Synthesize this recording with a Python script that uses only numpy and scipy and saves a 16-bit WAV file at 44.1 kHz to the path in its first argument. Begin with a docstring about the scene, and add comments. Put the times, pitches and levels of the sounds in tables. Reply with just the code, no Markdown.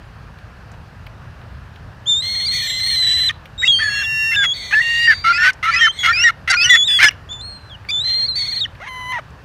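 """Gulls by a lake

Gulls squeal and squawk close by on a paved lake shore; far traffic rumbles, and feet and beaks tick.
Clean and half-pitch notes are stacks of sine lines; two-voiced notes mix two pitches into one.
Hoarse squawks are unsteady pulses ringing a throat; rasps are noise bands that follow a squeal.
The traffic is shaped noise and each tick is a short ringing crack."""
import sys
import numpy as np
from scipy import signal
from scipy.io import wavfile
from scipy.ndimage import uniform_filter1d

SR = 44100
rng = np.random.default_rng(int(sys.argv[2]) if len(sys.argv) > 2 else 0)


def amplitude_ratio(level_db):
    """Convert a level in decibels to the matching linear amplitude (field) ratio."""
    exponent = np.asarray(level_db, float) / 20
    return 10 ** exponent


def store_pcm(level_fs):
    """Save levels as 16-bit WAV."""
    pcm = np.round(np.clip(level_fs, -1, 1) * 32767).astype(np.int16)
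    wavfile.write(sys.argv[1], SR, np.atleast_2d(pcm).T)


N = 416304

# Colour of the far traffic: pitch_hz, relative_db (per Hz)
CITY_COLOUR = [(15, -46), (25, -32), (46, -7), (89, 1), (322, -25), (552, -22), (1710, -22.5), (2120, -32),
               (2700, -31), (3540, -38.5), (4510, -38), (7520, -51), (15600, -58.5)]
# Slow bass swells; only the change from the first row counts: time_s, level_db
BASS_SWELL = [(0.0, -34), (8.1, -36.5), (9.44, -35.5)]
# Feet and beaks on stone: start_s, peak_db, centre_hz
TICKS = [(0.387, -35, 2500), (.716, -42, 6200), (0.739, -39.5, 2500), (1.066, -31, 2290),
         (1.415, -40, 2500), (1.759, -35, 2600), (3.456, -29.5, 2400), (5.532, -32, 5800),
         (7.109, -19.5, 1940), (7.329, -28, 3300), (7.85, -29.5, 1800), (8.56, -40, 9000),
         (8.751, -36, 2500), (8.934, -43, 10000), (9.305, -44, 5130)]
# Young birds' clean whistles: overtone_db (against the lead), curve of (time_s, pitch_hz, level_db)
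WHISTLES = [ (-14, [(2.057, 3070, -40), (2.073, 3555, -20.5), (2.097, 3610, -12), (2.135, 3534, -15),
            (2.201, 3715, -19.5), (2.221, 4130, -32)]), (-3, [(2.67, 3666, -33), (2.69, 3735, -29),
            (2.8, 3660, -41)]), (-10.5, [(2.805, 4200, -32), (2.87, 4330, -24), (2.93, 4290, -25.5),
            (3.0, 4250, -40)]), (-17, [(3.578, 3660, -33.5), (3.602, 3820, -22), (3.708, 3705, -23),
            (3.718, 3909, -35.5)]), (-27, [(3.678, 3368, -7.5), (3.759, 3160, -15), (3.829, 3275, -28.5)]),
            (-19, [(3.72, 4290, -26), (3.771, 4500, -25.5), (4.003, 4250, -28), (4.025, 4171, -42)]),
            (-21, [(4.031, 3770, -36), (4.039, 3560, -29), (4.055, 3369, -27), (4.061, 3200, -55)]),
            (-19, [(4.362, 3600, -18), (4.476, 3307, -18), (4.526, 3367, -18), (4.538, 3550, -27)]),
            (-19, [(5.789, 3250, -20), (5.849, 3054, -15.5), (5.909, 3126, -19.5), (5.919, 3440, -38)]),
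            (-9, [(5.919, 4090, -43), (5.986, 4308, -43)]), (-15.5, [(6.693, 3530, -11), (6.705, 3446, -13),
            (6.834, 3394, -13.5), (6.866, 3890, -24.5), (6.88, 3610, -12)]), (-13.5, [(7.289, 3340, -37),
            (7.319, 3544, -27.5), (7.387, 3486, -39.5), (7.415, 3600, -30)]), (-19, [(7.413, 4040, -35),
            (7.459, 4310, -32), (7.569, 4175, -39), (7.593, 4130, -52), (7.7, 4041, -50)]),
            (-30, [(7.697, 3580, -43), (7.718, 3293, -37), (7.734, 3260, -40), (7.756, 2850, -37.5),
            (7.764, 2820, -60)]), (-21, [(7.912, 3520, -22.5), (7.942, 3506, -17.5), (7.996, 3530, -20),
            (8.018, 3890, -20), (8.036, 3950, -29)]), ]
# Young birds' trembling squeals: half_pitch_db (silent below -56), overtone_db (both against the lead),
# curve of (time_s, pitch_hz, level_db)
SQUEALS = [ (-65, -22, [(2.221, 4110, -23), (2.303, 4286, -22.5), (2.459, 4250, -20.5),
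           (2.463, 4650, -20.5), (2.477, 4650, -21.5), (2.482, 4180, -18.5), (2.55, 4390, -20.5),
           (2.698, 4110, -26.5), (2.814, 4090, -21.5), (2.883, 4215, -20), (3.071, 3970, -14.5),
           (3.265, 4028, -17.5), (3.287, 3920, -14), (3.297, 3020, -17.5)]),
           (8.5, -5.5, [(3.829, 3405, -32), (3.883, 3340, -34.5), (4.013, 3330, -32.5), (4.025, 3200, -30),
           (4.035, 2840, -56)]), (-67, -41, [(4.538, 4435, -30), (4.711, 4360, -36), (4.851, 4420, -35),
           (4.889, 4555, -34), (4.943, 4510, -36), (5.023, 4740, -29), (5.08, 4710, -25),
           (5.188, 4585, -32), (5.218, 4725, -37), (5.326, 4540, -32.5), (5.38, 4740, -29)]),
           (-65, -14, [(5.988, 3370, -22.5), (6.076, 3300, -24), (6.104, 3420, -26)]),
           (-42, -36, [(8.036, 3970, -22.5), (8.062, 4110, -18), (8.257, 4236, -17), (8.273, 4600, -32.5),
           (8.285, 4130, -19), (8.313, 4150, -20), (8.329, 3870, -25.5), (8.355, 4204, -28.5)]),
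           (-60, -30, [(8.355, 4360, -19), (8.371, 4540, -19.5), (8.427, 4350, -20.5), (8.46, 4400, -26),
           (8.6, 4270, -21), (8.618, 3620, -16), (8.63, 3760, -19.5), (8.654, 2890, -19)]), ]
THIRD_DB = -22  # third multiple of the lead, against the overtone
# Warble of a tiring squeal: start_s, end_s, swings_per_s, widest_swing_hz, dip_db
WARBLE = (8.456, 8.612, 22.9, 220, 3.5)
# Hoarse stretches of the young birds' squeals: start_s, end_s, drive_db, change_db,
# lock (how far a drift of rms 1 must rise before the half pitch slips)
RASPS = [(2.221, 2.52, -33, -2, 1.4), (2.51, 3.293, -29.5, -2, -.3), (4.538, 5.08, -37.5, 1, -.6),
         (5.08, 5.24, -40.5, -5, .1), (5.921, 6.032, -46, 12, .1), (6.878, 6.988, -32, -8, .1),
         (8.04, 8.28, -36.5, -7, .3), (8.355, 8.61, -36, -3, -.3)]
# Noise bands of a rasp: multiple (of the squeal's pitch), offset_hz, width_hz, band_db
RASP_BANDS = [(.5, -100, 420, -8), (1, -350, 1330, -3.5), (1, -850, 980, 1.5), (1.5, -350, 1840, -8),
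              (2, -550, 1600, -11.5), (2.5, -600, 2300, -20), (3, -400, 1300, -19), (3.5, -300, 1200, -17)]
# Hoarse stretches of the adults' squawks: start_s, end_s, opening_db, middle_db, closing_db
SQUAWKS = [(3.293, 3.314, -19, -22, -20), (3.616, 3.68, -28, -41, -33), (3.787, 4.051, -25, -34, -29),
           (4.31, 4.462, -30, -40, -16), (4.709, 4.819, -23, -37, -33), (5.066, 5.144, -26, -17, -23),
           (5.24, 5.43, -18, -27.5, -21), (5.43, 5.511, -14, -14, -17), (5.627, 5.889, -17.5, -23.5, -21),
           (6.032, 6.31, -11.5, -29, -17.5), (6.475, 6.551, -14, -16, -13), (6.551, 6.775, -37, -30, -13.5),
           (6.988, 7.074, -11.5, -6.5, -15), (7.074, 7.094, -23, -24, -17), (8.8, 8.89, -37, -36, -32),
           (9.121, 9.203, -27, -34, -31)]
# The adults' throat resonances: pitch_hz, width_hz (of one pass), gain_db
THROAT = [(918, 280, -11.5), (1480, 1500, -5.5), (2012, 560, 8), (2900, 900, -6.5), (3940, 880, -13.5),
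          (5620, 1500, -17.5), (6540, 580, -20.5), (8700, 1300, -26), (13230, 1800, -32.5)]
# Adults' hollow cries: start_s, end_s, from_hz, to_hz, level_db
CRIES = [(3.616, 3.632, 1450, 1900, -27), (3.631, 3.648, 1930, 2080, -12), (3.789, 3.809, 1460, 1800, -24),
         (3.807, 3.895, 1800, 1700, -19), (4.36, 4.44, 1658, 1605, -15.5), (4.745, 4.8, 1700, 1790, -11.5),
         (4.798, 4.818, 1830, 1960, -13.5), (5.075, 5.12, 1850, 1750, -7), (5.118, 5.14, 1690, 1520, -16),
         (5.244, 5.326, 1325, 1405, -12), (5.326, 5.42, 1381, 1445, -23), (5.378, 5.45, 1754, 1853, -15.5),
         (5.414, 5.506, 1450, 1540, -13), (5.629, 5.653, 1260, 1310, -23), (5.655, 5.709, 1295, 1370, -15),
         (5.735, 5.763, 1976, 2030, -15), (5.75, 5.811, 1350, 1385, -25), (5.809, 5.869, 1870, 1760, -10.5),
         (5.869, 5.885, 1410, 1310, -12), (6.07, 6.118, 1305, 1420, -14), (6.084, 6.135, 1765, 1860, -18),
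         (6.17, 6.246, 1375, 1450, -31), (6.238, 6.292, 1930, 1830, -8), (6.29, 6.306, 1375, 1352, -16),
         (6.569, 6.701, 1370, 1480, -28), (6.651, 6.69, 1836, 1950, -22), (6.697, 6.761, 2005, 1830, -7.5),
         (8.654, 8.664, 1930, 1800, -26)]
# Harmonics 1, 2, 3.. of the cries of the first adult, then of a nearer one: level_db (against the lead)
MELLOW = [0, -40, -32, -42]
HOLLOW = [0, -55, -20, -42]
NEARER_FROM_S = 5.2  # the nearer adult takes over
# Full stacks on a low fundamental: lead_harmonic, levels_db (of harmonics 1, 2, 3..),
# note of (start_s, end_s, lead_from_hz, lead_to_hz, level_db)
STACKS = [(4, [-80, -64, -24, 0, -63, -73, -19, -21], (3.65, 3.678, 2648, 2800, -18.5)),
          (2, [-30, 0, -66, -27, -67, -32], (4.316, 4.336, 2050, 2110, -19)), (4, [-58, -61, -65, 0, -10],
          (4.336, 4.36, 2700, 2940, -22)), (2, [-20.5, 0, -7], (4.725, 4.747, 1610, 1786, -13.5)),
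          (2, [-78, 0, -3, -19, -33, -26.5, -44, -29, -36.5], (4.817, 5.076, 1854, 1881, -18.5)),
          (2, [-16, 0, -70, -65, -6, -2, -9], (6.499, 6.521, 1540, 1563, -17)), (1, [0, -22, -10, -18, -37],
          (6.523, 6.567, 1400, 1440, -17)), (4, [-67, -55, -11, 0, -65, -62, -51, -29],
          (6.605, 6.639, 4408, 4740, -20)), (2, [-28, 0, -56, -13, -58, -9.5, -18.5, -26.5],
          (7.026, 7.086, 1760, 1680, -11)), (2, [-24, 0, -9, -3, -19.5, -26, -31],
          (7.887, 7.911, 2290, 2460, -23))]
# Both sides of the voice box at once give lines at m * high + n * low: m, n
MIXES = [(1, 0), (0, 1), (1, -1), (2, -2), (2, -1), (1, 1), (2, 0), (3, -1), (2, 1), (3, 0), (4, -1),
         (3, 1), (4, 0)]
# Two-voiced notes: levels_db (of each mix, against the note's level),
# curve of (time_s, high_hz, low_hz, level_db)
TWO_VOICED = [
    [(-0.5, -7.5, -58, -21.5, -26, -31.5, -13.5, -26.5, -28.5, -36, -35, -37, -33),
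     [(3.893, 2720, 1789, -33), (3.951, 2748, 1776, -24.5), (4.242, 2745, 1750, -17.5),
     (4.312, 2733, 1827, -18.5), (4.35, 2664, 1676, -20), (4.36, 2656, 1720, -16)]],
    [(-1.5, -24, -47, -62, -21.5, -52, -29, -29, -30.5, -54, -62, -49, -47), [(6.88, 3510, 1957, -13),
     (6.954, 3413, 1960, -11), (6.978, 3350, 2080, -11.5), (6.994, 3100, 1920, -20.5)]],
]
# Reedy upper-register glides: start_s, end_s, from_hz, to_hz, level_db
GLIDES = [(5.324, 5.385, 2420, 2630, -22), (5.4, 5.48, 2730, 2760, -28), (5.711, 5.757, 2240, 2520, -24),
          (5.76, 5.788, 2525, 2600, -16), (5.79, 5.815, 2680, 2920, -26), (6.128, 6.246, 2340, 2870, -17.5),
          (6.567, 6.645, 2430, 2650, -15), (6.645, 6.681, 2660, 2930, -23), (6.641, 6.675, 3050, 2874, -14),
          (6.675, 6.703, 2870, 2850, -23), (7.084, 7.094, 2950, 2720, -11)]
# Harmonics 1, 2, 3.. of the glides: level_db (against the lead)
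REEDY = [0, -6, -29, -40]
# A farther gull's arched mew: levels_db (of harmonics 1, 2, 3.., against the second),
# curve of (time_s, second_harmonic_hz, level_db)
MEW = ([-1, 0, -8, -15, -42, -20, -32, -38, -46, -23, -44, -34, -34], [(8.8, 980, -44), (8.832, 1562, -38),
       (8.862, 1920, -44), (8.876, 2100, -34), (8.906, 2042, -35), (9.063, 1996, -33), (9.125, 2040, -25.5),
       (9.18, 1860, -26.5), (9.191, 1250, -31.5), (9.199, 1215, -29)])
# How notes start and stop, with shorter ends on very short notes: attack_s, rise_db, scoop_share,
# release_s, drop_db, droop_share, swell_db_per_s, climb_db_per_octave
CRY_SHAPE = (.008, 4, .02, .008, 6, .03, 25, 25)
GLIDE_SHAPE = (.008, 4, .01, .008, 7, .005, -20, 25)
STACK_SHAPE = (.004, 1.5, .005, .004, 2.5, .01, 18, 30)


def evened(x):
    """Scales to rms 1."""
    return x / np.sqrt(np.mean(np.abs(x) ** 2) + 1e-20)


def add(mix, start_s, sound):
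    """Mixes a sound in at its start time."""
    part = mix[round(start_s * SR):][:len(sound)]
    part += sound[:len(part)]


def played(rows):
    """Joins the rows by straight lines; returns 1.4 ms soft ends and the columns."""
    s, *columns = np.transpose(rows)
    t = np.arange(s[0], s[-1], 1 / SR)
    ends = np.clip(np.minimum(t - s[0], s[-1] - t) / 0.0014, 0, 1)
    return ends, [np.interp(t, s, column) for column in columns]


def wander(count, hz):
    """Random drift up to about hz, rms 1."""
    r = np.exp(-2 * np.pi * hz / SR)
    noise = rng.standard_normal(count + 2000)
    drift = signal.lfilter([1], np.convolve([1, -r], [1, -r]), noise)
    return evened(drift[2000:])


def resonate(x, hz, width):
    """A resonance of gain 1 applied twice, for dark valleys."""
    b, a = signal.iirpeak(min(hz, SR / 2.2), hz / width, SR)
    return signal.lfilter(b, a, signal.lfilter(b, a, x))


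def line(turns, hz, db):
    """One sine line of rms db, silent above the top of the band."""
    return np.sqrt(2) * amplitude_ratio(db) * np.cos(2 * np.pi * turns) * (hz < SR / 2.6)


def city():
    """Far traffic: random short-time spectra with faint patches; the bass swells slowly."""
    level_db, patch_db, bass_below_hz = -37, 1.0, 220  # level before the bass swells
    frames, hz = N // 256 + 5, np.fft.rfftfreq(1024, 1 / SR)
    a, b, patches = rng.standard_normal((frames, 513, 3)).T
    patches = uniform_filter1d(patches, size=12, axis=0)  # blur over pitch
    patches = evened(uniform_filter1d(patches, size=14, axis=1))  # blur over time
    f, db = np.transpose(CITY_COLOUR)
    colour_db = np.interp(np.log(hz + 1), np.log(f + 1), db)[:, None]
    spectra = (a + 1j * b) * amplitude_ratio(colour_db + patch_db * patches)
    steady = signal.istft(spectra, nperseg=1024, noverlap=768)[1]
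    scale = amplitude_ratio(level_db) / np.sqrt(np.mean(steady ** 2))
    s, swell_db = np.transpose(BASS_SWELL)
    swell_db = np.interp(np.arange(frames) * 256 / SR, s, swell_db - swell_db[0])
    spectra *= amplitude_ratio(swell_db * (hz < bass_below_hz)[:, None])
    return scale * signal.istft(spectra, nperseg=1024, noverlap=768)[1][:N]


def tick(start_s, peak_db, hz, t60_s=0.034):
    """A foot or beak on stone: a dying crack of noise rings one soft resonance."""
    t = np.arange(1500) / SR
    crack = rng.standard_normal(len(t)) * amplitude_ratio(-60 * t / t60_s)
    knock = resonate(crack, hz, .7 * hz) + .05 * crack
    return start_s, amplitude_ratio(peak_db) * knock / np.abs(knock).max()


def shore(x, t60_s=0.28, bright=0.35):
    """Open air: a faint scatter from paving, water and trees, made with a dying noise tail."""
    t = np.arange(SR // 2) / SR
    noise = rng.standard_normal(len(t))
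    tail = resonate(noise, 2600, 4900) + bright * noise
    tail = tail * amplitude_ratio(-60 * t / t60_s) * (t > .004)  # nothing returns in the first 4 ms
    return signal.fftconvolve(x, tail / np.linalg.norm(tail))[:N]


def note(lead, harmonics_db, rows, shimmer_db=0.98, flutter=0.13, fall_db=-2.5):
    """A harmonic stack; lines between the lead's multiples come from alternate cycles and flutter."""
    ends, (hz, db) = played(rows)
    waver = .008 if lead == 2 and hz[0] > 3800 else .003  # high squeals tremble more
    hz = hz / lead * (1 + waver * wander(len(hz), hz=45))  # now the fundamental
    db = db + shimmer_db * wander(len(hz), hz=86.5)
    turns = np.cumsum(hz) / SR
    levels_db = list(harmonics_db)
    if len(harmonics_db) > 5:  # rich stacks go on upward, ever weaker
        levels_db += [harmonics_db[-1] + fall_db * k for k in range(1, 7)]
    out = np.zeros(len(hz))
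    for k, rel_db in enumerate(levels_db, 1):
        if rel_db < -56:  # too weak to hear
            continue
        unsteady = 1 + flutter * wander(len(hz), hz=146) if k % lead else 1
        out += unsteady * line(k * turns + rng.random(), k * hz, db + rel_db)
    out *= 1 + .015 * wander(len(hz), hz=2500)  # turbulent air leaves a faint haze round the lines
    return rows[0][0], out * ends


def whistles():
    """Young birds' clean whistles: a strong lead with two weaker multiples."""
    for db, rows in WHISTLES:
        yield 1, [0, db, db + THIRD_DB], rows


def warbled(rows):
    """Adds a widening warble to a pitch and level curve; the sound thins as the pitch swings up."""
    start, end, rate, swing_hz, dip_db = WARBLE
    s, hz, db = np.transpose(rows)
    t = np.linspace(s[0], s[-1], num=400)
    inside = np.clip(np.minimum(t - start, end - t) * 200, 0, 1)
    swing = np.sin(2 * np.pi * rate * (t - start)) * inside
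    wide = .4 + .6 * (t - start) / (end - start)
    hz = np.interp(t, s, hz) + swing_hz * wide * swing
    return np.transpose([t, hz, np.interp(t, s, db) - dip_db * swing])


def squeals():
    """Young birds' squeals: a high strong lead with overtones at its multiples; two add a half-pitch line."""
    unheard_db = -58  # the other lines between the multiples are left out by note()
    for half_db, db, rows in SQUEALS:
        yield 2, [half_db, 0, unheard_db, db, unheard_db, db + THIRD_DB], warbled(rows)


def squeal_pitch(start, end, count):
    """Pitch of the high note that overlaps a hoarse stretch the most."""
    middle = (start + end) / 2
    notes = [entry[-1] for entry in WHISTLES + SQUEALS]
    high = [warbled(rows) for rows in notes if rows[0][1] > 3500 and rows[0][0] < middle]
    best = max(high, key=lambda r: min(r[-1][0], end) - max(r[0][0], start))
    s, hz, _ = np.transpose(best)
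    return np.interp(start + np.arange(count) / SR, s, hz)


def rasp(start, end, drive_db, change_db, lock):
    """Under a squeal alternate cycles lock to half pitch or slip off it; the slips spray noisy sidebands."""
    half_db, slip_hz, locked_db, patchy_db, brighten = -1, 220, -3, 2, .24
    edge, edge_db = min(.04, (end - start) / 4), 5  # fades in and out
    last_db = drive_db + change_db
    rows = [(start, drive_db - edge_db), (start + edge, drive_db), (end - edge, last_db),
            (end, last_db - edge_db)]
    ends, (db,) = played(rows)
    count = len(db)
    hz = squeal_pitch(start, end, count)
    slipped = uniform_filter1d(1. * (wander(count, hz=30) > lock), size=90)
    slip = np.cumsum(slipped * slip_hz * (1 + .25 * wander(count, hz=77))) / SR
    half = np.cumsum(hz / 2) / SR
    out = line(half - slip, hz, half_db) + .5 * slipped * line(half + slip, hz, half_db)
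    out += line(3 * half - slip, hz, half_db - 13)
    for multiple, offset_hz, width, band_db in RASP_BANDS:
        spray = wander(count, hz=width / 2) + 1j * wander(count, hz=width / 2)
        window = signal.windows.hann(round(2.2 * SR / width))
        spray = np.convolve(spray, window, "same")  # steep band edges
        carrier = np.exp(2j * np.pi * np.cumsum(multiple * hz + offset_hz) / SR)
        level_db = band_db + locked_db * (1 - slipped) + patchy_db * wander(count, hz=7.5)
        level_db += brighten * (multiple - 1) * (db.mean() + 28)  # harder effort is brighter
        out += amplitude_ratio(level_db) * evened((spray * carrier).real)
    return start, amplitude_ratio(db) * ends * out


def squawk_levels(start, end, open_db, middle_db, close_db):
    """Level rows of a squawk: opening, middle and closing levels; most sag in the middle, some swell there."""
    open_s, settle_s, build_s, close_s = .03, .06, .035, .018  # shortened for short squawks
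    first_drop_db, last_drop_db = 4, 8  # how far the very ends lie below
    short = min(1, (end - start) / (open_s + settle_s + build_s + close_s + .01))
    return [(start, open_db - first_drop_db),
            (start + short * open_s, open_db),
            (start + short * (open_s + settle_s), middle_db),
            (end - short * (build_s + close_s), middle_db),
            (end - short * close_s, close_db),
            (end, close_db - last_drop_db)]


def squawk(rows, pulse_hz=680):
    """Erratic pulses ring the throat; their rate drifts and stumbles, leaving ragged gliding strands."""
    ends, (db,) = played(rows)
    count = len(db) + 1000  # the first 1000 samples let the throat start ringing
    stumble = .1 * wander(count, hz=10) + .036 * wander(count, hz=300)
    turns = np.cumsum(pulse_hz * np.exp(stumble)) / SR
    pulses = sum(np.cos(2 * np.pi * k * turns) for k in range(1, 20))
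    pulses = evened(pulses * (1 + .25 * wander(count, hz=250)))
    breathy = pulses + .4 * rng.standard_normal(count)
    shift = 1 + .02 * rng.standard_normal()  # each gape differs a little
    rung = np.zeros(count)
    for k, (hz, width, gain_db) in enumerate(THROAT):
        rung += (-1) ** k * amplitude_ratio(gain_db) * resonate(breathy, hz * shift, width)
    return rows[0][0], amplitude_ratio(db) * ends * evened(rung[1000:])


def shaped(start, end, from_hz, to_hz, db, shape):
    """Curve rows of one gliding note: scooped attack, level following time and pitch, drooping release."""
    attack, rise_db, scoop, release, drop_db, droop, swell_db, climb_db = shape
    short = min(1, (end - start) / (3 * (attack + release)))
    half_db = (swell_db * (end - start) + climb_db * np.log2(to_hz / from_hz)) / 2
    return [(start, from_hz * (1 - scoop * short), db - half_db - rise_db),
            (start + attack * short, from_hz, db - half_db),
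            (end - release * short, to_hz, db + half_db),
            (end, to_hz * (1 - droop * short), db + half_db - drop_db)]


def cries():
    """Adults' hollow cries: odd harmonics lead once the nearer bird takes over."""
    for row in CRIES:
        yield 1, HOLLOW if row[0] > NEARER_FROM_S else MELLOW, shaped(*row, CRY_SHAPE)


def stacks():
    """Short notes with a full stack of harmonics on a low fundamental."""
    for lead, levels_db, row in STACKS:
        yield lead, levels_db, shaped(*row, STACK_SHAPE)


def two_voiced(mixes_db, rows, jitter=0.0027):
    """Two unrelated pitches beat in one windpipe and give sum and difference lines."""
    ends, (high, low, db) = played(rows)
    high = high * (1 + jitter * wander(len(high), hz=40))
    low = low * (1 + jitter * wander(len(low), hz=40))
    lines = list(zip(MIXES, mixes_db))
    lines += [((m, n), -38) for m in (4, 5, 6) for n in (-1, 0, 1) if (m, n) not in MIXES]  # faint
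    out = np.zeros(len(db))
    for (m, n), rel_db in lines:
        hz = m * high + n * low
        out += line(np.cumsum(hz) / SR + rng.random(), hz, db + rel_db)
    return rows[0][0], ends * out


def glides():
    """Reedy upper-register glides: the second harmonic is nearly as strong as the first."""
    for row in GLIDES:
        yield 1, REEDY, shaped(*row, GLIDE_SHAPE)


def mew():
    """A farther gull's mew: only the two lowest harmonics carry while it slides up and down."""
    levels_db, rows = MEW
    yield 2, levels_db[:2], rows[:4]
    yield 2, levels_db, rows[3:7]
    yield 2, levels_db[:2], rows[6:]


def scene():
    """All gulls, their scatter, the ticks and the city."""
    gulls, adult = np.zeros((2, N))
    for entry in [*whistles(), *squeals(), *cries(), *stacks(), *glides(), *mew()]:
        start, hz, _ = entry[2][0]
        shares_windpipe = NEARER_FROM_S < start < 6.8 and hz < 3100
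        add(adult if shares_windpipe else gulls, *note(*entry))
    for row in SQUAWKS:
        add(adult, *squawk(squawk_levels(*row)))
    gulls += adult + 0.7 * resonate(adult ** 2, 5500, 4500)  # notes sharing one windpipe mix into sum lines
    for entry in TWO_VOICED:
        add(gulls, *two_voiced(*entry))
    for row in RASPS:
        add(gulls, *rasp(*row))
    for row in TICKS:
        add(gulls, *tick(*row))
    return (gulls + amplitude_ratio(-32.5) * shore(gulls) + city())[None]


def top_cut(x):
    """Nothing passes above the cut-off."""
    return signal.sosfilt(signal.butter(12, 15300, fs=SR, output="sos"), x)


def record(dry):
    """The deepest bass is dropped, and the loudest peaks are clipped just under full scale."""
    bass_cut = signal.butter(3, 38, "high", fs=SR, output="sos")
    finished = np.clip(signal.sosfilt(bass_cut, dry), -.97, .97)
    return top_cut(finished)


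dry = scene()
out = record(dry)
store_pcm(out)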